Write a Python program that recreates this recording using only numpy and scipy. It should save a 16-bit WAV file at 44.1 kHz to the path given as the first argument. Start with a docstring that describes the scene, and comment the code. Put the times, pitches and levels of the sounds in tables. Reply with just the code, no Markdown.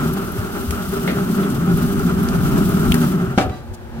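"""Skewers sizzling on an open barrel grill, heard from close by on a stereo microphone.
Juice boils in tiny bursting bubbles and fat spits; behind them the fan-blown fire roars in the
hollow body, something knocks inside and air buffets the microphone. The steel lid swings down,
muffling the sizzle and lowering the hollow note, then lands with a short rattling clang."""
import sys
import numpy as np
from scipy import signal
from scipy.fft import rfft, irfft
from scipy.io import wavfile

SR = 44100
rng = np.random.default_rng(int(sys.argv[2]) if len(sys.argv) > 2 else 0)


def wav_record(signal):
    """Record a signal, one row per channel, as 16-bit PCM in the file named by sys.argv[1]."""
    frames = np.transpose(np.atleast_2d(signal))
    bounded = np.clip(frames, -1, 1)
    # unit amplitude maps onto the largest positive 16-bit level
    quanta = np.round(bounded * 32767).astype(np.int16)
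    wavfile.write(sys.argv[1], SR, quanta)


N = 176400
T = np.arange(N) / SR


def amp(db):
    """Decibels to gain."""
    return 10 ** (np.asarray(db) / 20)


def unit(x):
    """Scales to rms 1."""
    return x / np.sqrt(np.mean(abs(x) ** 2) + 1e-20)


def read(points, hz):
    """Reads a table on a log-frequency axis."""
    f, value = np.transpose(points)
    return np.interp(np.log(hz + 1), np.log(f + 1), value)


def curve(points):
    """Reads a control curve at every sample."""
    return np.interp(T, *np.transpose(points))


def add(mix, s, sound):
    """Mixes a sound into a stereo track at time s."""
    part = mix[:, round(s * SR):][:, :sound.shape[-1]]
    part += sound[..., :part.shape[1]]


def colour(x, points):
    """Gives a signal a spectrum, at rms 1."""
    size = x.shape[-1]
    gain = amp(read(points, np.fft.rfftfreq(size, 1 / SR)))
    return unit(irfft(rfft(x) * gain, size))


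def drift(hz):
    """Slow random wander up to about hz, at rms 1."""
    f = np.fft.rfftfreq(N, 1 / SR)
    return unit(irfft(rfft(rng.standard_normal(N)) * (f > 0) * np.exp(-(f / hz) ** 2), N))


def resonate(x, hz, width):
    """A steep resonance that follows hz, at rms 1."""
    turn = np.exp(2j * np.pi * np.cumsum(hz * np.ones(N)) / SR)
    r = np.exp(-np.pi * abs(width) / SR)
    return unit((turn * signal.lfilter([(1 - r) ** 2], [1, -2 * r, r * r], x / turn)).real)


def chime(modes, t, spread_rad=.6):
    """Dying steel modes, each reaching left and right at slightly different phases."""
    return sum(amp(db - 60 * t / t60)
               * np.sin(2 * np.pi * (hz * t + rng.random()) + spread_rad * rng.standard_normal((2, 1)))
               for hz, db, t60 in modes)


# likeness of the two channels (frequency [Hz], likeness [ratio, clipped to 0-0.995 in use])
MIC_LIKENESS = [(60,0.5),(90,1),(115,2.8),(290,1.3),(400,0.73),(490,-0.4),(700,1.5),(1000,0.4),(1350,0.9),(1900,0.3245),(15000,0.14)]
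# phase between them (frequency [Hz], left lead [rad])
MIC_LEAD = [(60,0),(200,.2),(430,.7),(700,.9),(1000,1.3),(1400,1.5),(2400,2),(16000,5)]
# their balance (frequency [Hz], left minus right [dB])
MIC_BALANCE = [(60,1.5),(300,0),(1290,0.9),(4400,0.5),(8120,2.5),(15000,7.5)]
def mic_noise(size):
    """White noise as the two microphone ports pick it up."""
    f = np.fft.rfftfreq(size, 1 / SR)
    left, other = rfft(rng.standard_normal((2, size)))
    same = np.clip(read(MIC_LIKENESS, f), 0, .995)
    side = amp(read(MIC_BALANCE, f) / 2)
    right = (same * left + np.sqrt(1 - same ** 2) * other) * np.exp(-1j * read(MIC_LEAD, f))
    return irfft(np.array([left * side, right / side]), size)


def band(size, hz, octaves):
    """Stereo noise around hz, at rms 1."""
    f = np.fft.rfftfreq(size, 1 / SR)
    bell = np.exp(-.5 * (np.log2((f + 1) / hz) / octaves) ** 2)
    return unit(irfft(rfft(mic_noise(size)) * bell, size))


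# soft bumps on the microphone (time [s], level [dB], frequency [Hz])
BUMPS = [(.393,-14,105),(3.503,-16,87)]
def mic_bumps(width_s=.0091):
    """Each bump on the microphone is a single low swing of pressure."""
    return sum(amp(db) * np.sin(2 * np.pi * hz * (s - T)) * np.exp(-((T - s) / width_s) ** 2)
               for s, db, hz in BUMPS)


# puffs on the microphone (time [s], length [s], level [dB])
PUFFS = [(0.709,0.093,-26),(1.75,0.076,-21.5),(2.897,.08,-15),(3.467,0.053,-23),(3.718,0.051,-27.5)]
# rumble of air at the ports (frequency [Hz], relative density [dB])
RUMBLE_SPECTRUM = [(12,-35),(22,-5),(65,14),(115,6),(200,-10),(16000,-100)]
# its swell (time [s], level [dB])
RUMBLE_LEVEL = [(0,-29.5),(1.2,-34),(2.5,-23),(3.2,-32.5),(3.7,-39),(4,-35)]
def mic_buffets(puff_hz=80, left_db=1):
    """Air right on the microphone: low rumble and soft puffs, different at each port."""
    swell = sum(amp(db) * np.exp(-(2 * (T - s) / length) ** 2) for s, length, db in PUFFS)
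    rumble = amp(curve(RUMBLE_LEVEL)) * colour(rng.standard_normal((2, N)), RUMBLE_SPECTRUM)
    puffs = swell * resonate(mic_noise(N), puff_hz, width=45)
    return (rumble + puffs) * amp([[left_db], [-left_db]])


# the fire behind the shut lid (frequency [Hz], relative density [dB])
DRONE_SPECTRUM = [(170,-16),(210,-3),(236,10.5),(265,-13),(325,-6.5),(360,4),(410,-13),(490,-3),(640,-11.5),(850,-7),(1100,-15),(1550,-13.5),(2000,-21.5),(16000,-43.5)]
# its rise as the lid shuts (time [s], level [dB])
DRONE_LEVEL = [(3.1,-54),(3.4,-38.5),(3.9,-37.5),(4,-32)]
def shut_drone():
    """Once the lid is down, the fire drones dully through the steel."""
    return amp(curve(DRONE_LEVEL)) * colour(mic_noise(N), DRONE_SPECTRUM)


# the hollow note, sinking as the lid comes down (time [s], share of open pitch [ratio])
HOLLOW_PITCH = [(0,0.89),(.6,1.085),(1.25,0.99),(1.47,1.015),(1.7,.96),(1.88,1.036),(2.25,1.04),(2.5,0.94),(2.8,1.02),(3,0.99),(3.1,.98),(3.33,0.78)]
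# open barrel resonances (frequency [Hz], width [Hz], relative level [dB], following of the lid [0-1])
BARREL_MODES = [(180.1,57.7,-.5,1),(238.1,18,-6.5,0.1),(280.5,47,-13,0.28),(353.4,75,-14.5,0)]
# the fire's low roar (time [s], relative level [dB])
FIRE_LEVEL = [(0,-17),(.3,-26.5),(.55,-27),(.8,-28.5),(1.1,-20.5),(1.25,-19.5),(1.45,-17.5),(1.75,-16),(1.92,-17.5),(2.3,-18.5),(2.55,-13.5),(2.85,-16),(3.05,-16),(3.27,-18),(3.42,-35),(3.9,-51.5),(4,-29)]
def fire(gain_db=-.5, waver=.042, waver_hz=5):
    """Down in the barrel, flame turbulence booms in the hollow body's resonances."""
    bend = curve(HOLLOW_PITCH) - 1 + waver * drift(waver_hz)
    roar = sum(amp(db) * resonate(mic_noise(N), hz * (1 + follow * bend), width)
               for hz, width, db, follow in BARREL_MODES)
    return amp(gain_db + curve(FIRE_LEVEL)) * unit(roar)


# duct resonances, lid open (frequency [Hz], width [Hz], relative level [dB])
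DUCT_MODES = [(391.9,41.7,4),(595,27,-11),(661,26,-12.5),(729,61,-14.5),(797,23,-12.5)]
# rush of fan air (frequency [Hz], relative density [dB])
RUSH_SPECTRUM = [(100,-14.5),(330,0.5),(490,-6),(680,-10),(1050,-6.5),(1350,2.5),(1700,-11.5),(2300,-17.5),(2900,-16),(4000,-27),(8000,-28),(16000,-60)]
# its strength at the microphone (time [s], relative level [dB])
RUSH_LEVEL = [(0,-32),(.4,-35),(.9,-34),(1.5,-32),(2.3,-32),(3.05,-31),(3.22,-34.5),(3.35,-37.5),(3.62,-65)]
def fan(rush_db=3, duct_db=-1.5, flutter_db=1.83, flutter_hz=18, follow=.24):
    """Fan air rushes through the grill's ducts, whose ring bends a little with the hollow note."""
    pitch = 1 + follow * (curve(HOLLOW_PITCH) - 1)
    ducts = sum(amp(db) * resonate(mic_noise(N), hz * pitch, width) for hz, width, db in DUCT_MODES)
    rush = amp(rush_db) * colour(mic_noise(N), RUSH_SPECTRUM) + amp(duct_db) * ducts
    return rush * amp(curve(RUSH_LEVEL) + flutter_db * drift(flutter_hz))


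# knocks inside the barrel (time [s], relative level [dB])
KNOCKS = [(1.076,1),(1.083,-3),(1.097,-6),(1.431,-12)]
# their noisy body (frequency [Hz], relative density [dB])
KNOCK_SPECTRUM = [(100,-27),(300,5.5),(450,12),(800,-9),(1400,-4),(2000,1),(2400,-5),(4300,-12.5),(7000,-42),(16000,-45)]
# their ring (frequency [Hz], relative level [dB], t60 [s])
KNOCK_MODES = [(436,-30,.13),(1880,-30,.07),(2110,-23,0.031),(2400,-32,.08)]
def knocks(body_db=-22, t60_s=.25, click_db=2, click_s=.0018, rise_s=.0004):
    """Something small drops and bounces inside the barrel."""
    out, t = np.zeros((2, N)), np.arange(16384) / SR
    decay = amp(-60 * t / t60_s) + amp(click_db) * np.exp(-t / click_s)
    for s, db in KNOCKS:
        body = amp(body_db) * decay * colour(mic_noise(len(t)), KNOCK_SPECTRUM)
        add(out, s, amp(db) * (body + chime(KNOCK_MODES, t)) * (1 - np.exp(-t / rise_s)))
    return out


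# ring of the hot grate (frequency [Hz], level [dB], t60 [s])
GRATE_MODES = [(2250,-43,.12),(2700,-43,.12),(3050,-42,.09),(3380,-37,.13),(3850,-43,.1)]
# ring of the steel handle (frequency [Hz], level [dB], t60 [s])
HANDLE_MODES = [(1174,-37,.4),(1572,-43,.35),(1965,-42,.26),(3930,-46,.36),(4721,-55,.36),(7504,-60,.4)]
# light scrapes on the shut lid (time [s], length [s], level [dB], centre [Hz])
SCRAPES = [(3.408,0.072,-36.5,4400),(3.558,0.11,-48,2800),(3.746,0.02,-41,5750)]
def small_metal(tick_s=1.432, release_s=3.514, rise_s=.0053):
    """The hot grate ticks; the shut lid scrapes, and its handle rings as the hand slips off."""
    out, t = np.zeros((2, N)), np.arange(32768) / SR
    add(out, tick_s, chime(GRATE_MODES, t))
    add(out, release_s, chime(HANDLE_MODES, t) * (1 - np.exp(-t / rise_s)))
    for s, length, db, hz in SCRAPES:
        out += amp(db) * np.exp(-(2 * (T - s) / length) ** 2) * band(N, hz, octaves=.92)
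    return out


# the rim meets the barrel (time [s], relative level [dB], air push level [dB], push frequency [Hz])
RIM_CONTACTS = [(3.377,-1.5,-6,205),(3.383,-0.5,-6.5,336),(3.399,-13,-32,300),(3.412,-7.5,-38,300),(3.494,-19,-36,150)]
# the lid's clear notes (frequency [Hz], relative level [dB], t60 [s])
LID_MODES = [(267,-16,.13),(350,-23,.15),(506,-25,.2),(592,-23,.3),(657,-23,.4),(743,-21.5,.4),(797,-19,.27),(937,-27,.16),(1233,-31,.22),(1319,-24,.12),(1712,-39,.38),(2290,-27,.14)]
# dense sheet-metal ring (frequency [Hz], relative density [dB])
SHEET_SPECTRUM = [(50,-1),(200,4.5),(480,0),(750,-4.5),(950,-12),(1300,0.5),(1900,-11.5),(2600,-10),(4000,-15.5),(8500,-26.5),(16000,-43)]
# its decay (frequency [Hz], t60 [s])
SHEET_T60 = [(100,0.53),(700,0.52),(1500,0.26),(3000,0.24),(8000,0.15)]
def lid(sheet_db=-17, modes_db=-2.5, crack_db=4, crack_s=.0035, push_s=.005, rise_s=.0004):
    """Close by, the rim lands and chatters: each contact pushes air, cracks and rings the steel shell."""
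    out, t = np.zeros((2, N)), np.arange(32768) / SR
    for s, db, push_db, push_hz in RIM_CONTACTS:
        sheet = colour(mic_noise(len(t)), SHEET_SPECTRUM)
        f, age, bands = signal.stft(sheet, SR, nperseg=256)
        decay = amp(-60 * age / read(SHEET_T60, f)[:, None])  # the treble dies first
        ring = signal.istft(bands * decay, SR, nperseg=256)[1][:, :len(t)]
        crack = amp(crack_db) * sheet * np.exp(-t / crack_s)
        clang = amp(sheet_db) * (ring + crack) + amp(modes_db) * chime(LID_MODES, t)
        push = amp(push_db) * np.sin(2 * np.pi * push_hz * t) * np.exp(-(t / push_s) ** 2)
        add(out, s, amp(db) * clang * (1 - np.exp(-t / rise_s)) + push)
    return out


# spits of fat (time [s], level [dB], centre [Hz], width [octaves])
SPITS = [(.1366,-26,12100,.12),(.32,-30,12100,.2),(.7075,-20.5,7000,1.4),(.7075,-22,1700,.6),(1.502,-32,8200,.25),(1.774,-26.5,11300,.25),(1.994,-30,7000,1),(2.232,-28.5,12600,.4),(2.287,-25,4200,.8),(2.69,-23,13400,.6),(2.9205,-15.5,3000,.35),(2.9205,-20,10000,1),(2.9425,-16.5,7000,1.6),(2.9425,-18,1500,.55)]
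def spits(burst_s=.003, echo_s=.016, echo_db=-18):
    """Drops of fat burst near the microphone and echo briefly in the barrel."""
    out, t = np.zeros((2, N)), np.arange(4096) / SR
    decay = np.exp(-t / burst_s) + amp(echo_db) * np.exp(-t / echo_s)
    for s, db, hz, octaves in SPITS:
        add(out, s, amp(db) * decay * band(len(t), hz, octaves))
    return out


# the sizzle at close range (frequency [Hz], relative density [dB])
SIZZLE_SPECTRUM = [(100,-40),(1200,-29),(2900,2.5),(4800,0),(6300,-0.5),(7400,-2.5),(8700,1.5),(10300,-1.5),(12400,2.5),(16000,-2.5)]
# its strength on the grate (time [s], relative level [dB])
SIZZLE_LEVEL = [(0,-43.5),(.25,-47),(.7,-43.5),(1.09,-40.5),(1.7,-43),(1.8,-37),(2.1,-40.5),(2.65,-35),(2.95,-33)]
# the lid coming between skewers and microphone (time [s], gain [dB])
LID_SHADE = [(0,3.5),(3.05,-6.5),(3.2,-16.5),(3.35,-21),(3.6,-29.5),(4,-33)]
def sizzle(hiss_db=5.5, crackle_db=-6.5, flicker_db=1.64, flicker_hz=35,
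           bubbles_per_s=590, spread_db=4.5, burst_s=.0008):
    """Juice boils on the skewers, close up: a fine hiss with countless tiny bursting bubbles."""
    crackle, t = np.zeros((2, N)), np.arange(512) / SR
    centres_hz = np.geomspace(3500, 15000, num=20)
    for hz in centres_hz:
        sizes = amp(spread_db * np.minimum(rng.exponential(1, N), 4.5))
        bursts = sizes * (rng.random(N) < bubbles_per_s / len(centres_hz) / SR)
        pop = band(len(t), hz, octaves=.86) * np.exp(-t / burst_s)
        crackle += signal.oaconvolve(bursts[None], pop, axes=1)[:, :N]
    hiss = amp(hiss_db + flicker_db * drift(flicker_hz)) * colour(mic_noise(N), SIZZLE_SPECTRUM)
    boiling = hiss + amp(crackle_db) * colour(crackle, SIZZLE_SPECTRUM)
    return boiling * amp(curve(SIZZLE_LEVEL) + curve(LID_SHADE))


def scene():
    """Everything heard from one spot close beside the grill."""
    return (fire() + fan() + mic_buffets() + sizzle() + spits()
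            + knocks() + lid() + small_metal() + shut_drone() + mic_bumps())


def record(dry):
    """The recorder clips at full scale and cuts the highest treble."""
    lowpass = signal.firwin(511, cutoff=15950, window=("kaiser", 9), fs=SR)
    return signal.oaconvolve(np.clip(dry, -1, 1), lowpass[None], "same")


dry = scene()
out = record(dry)
wav_record(out)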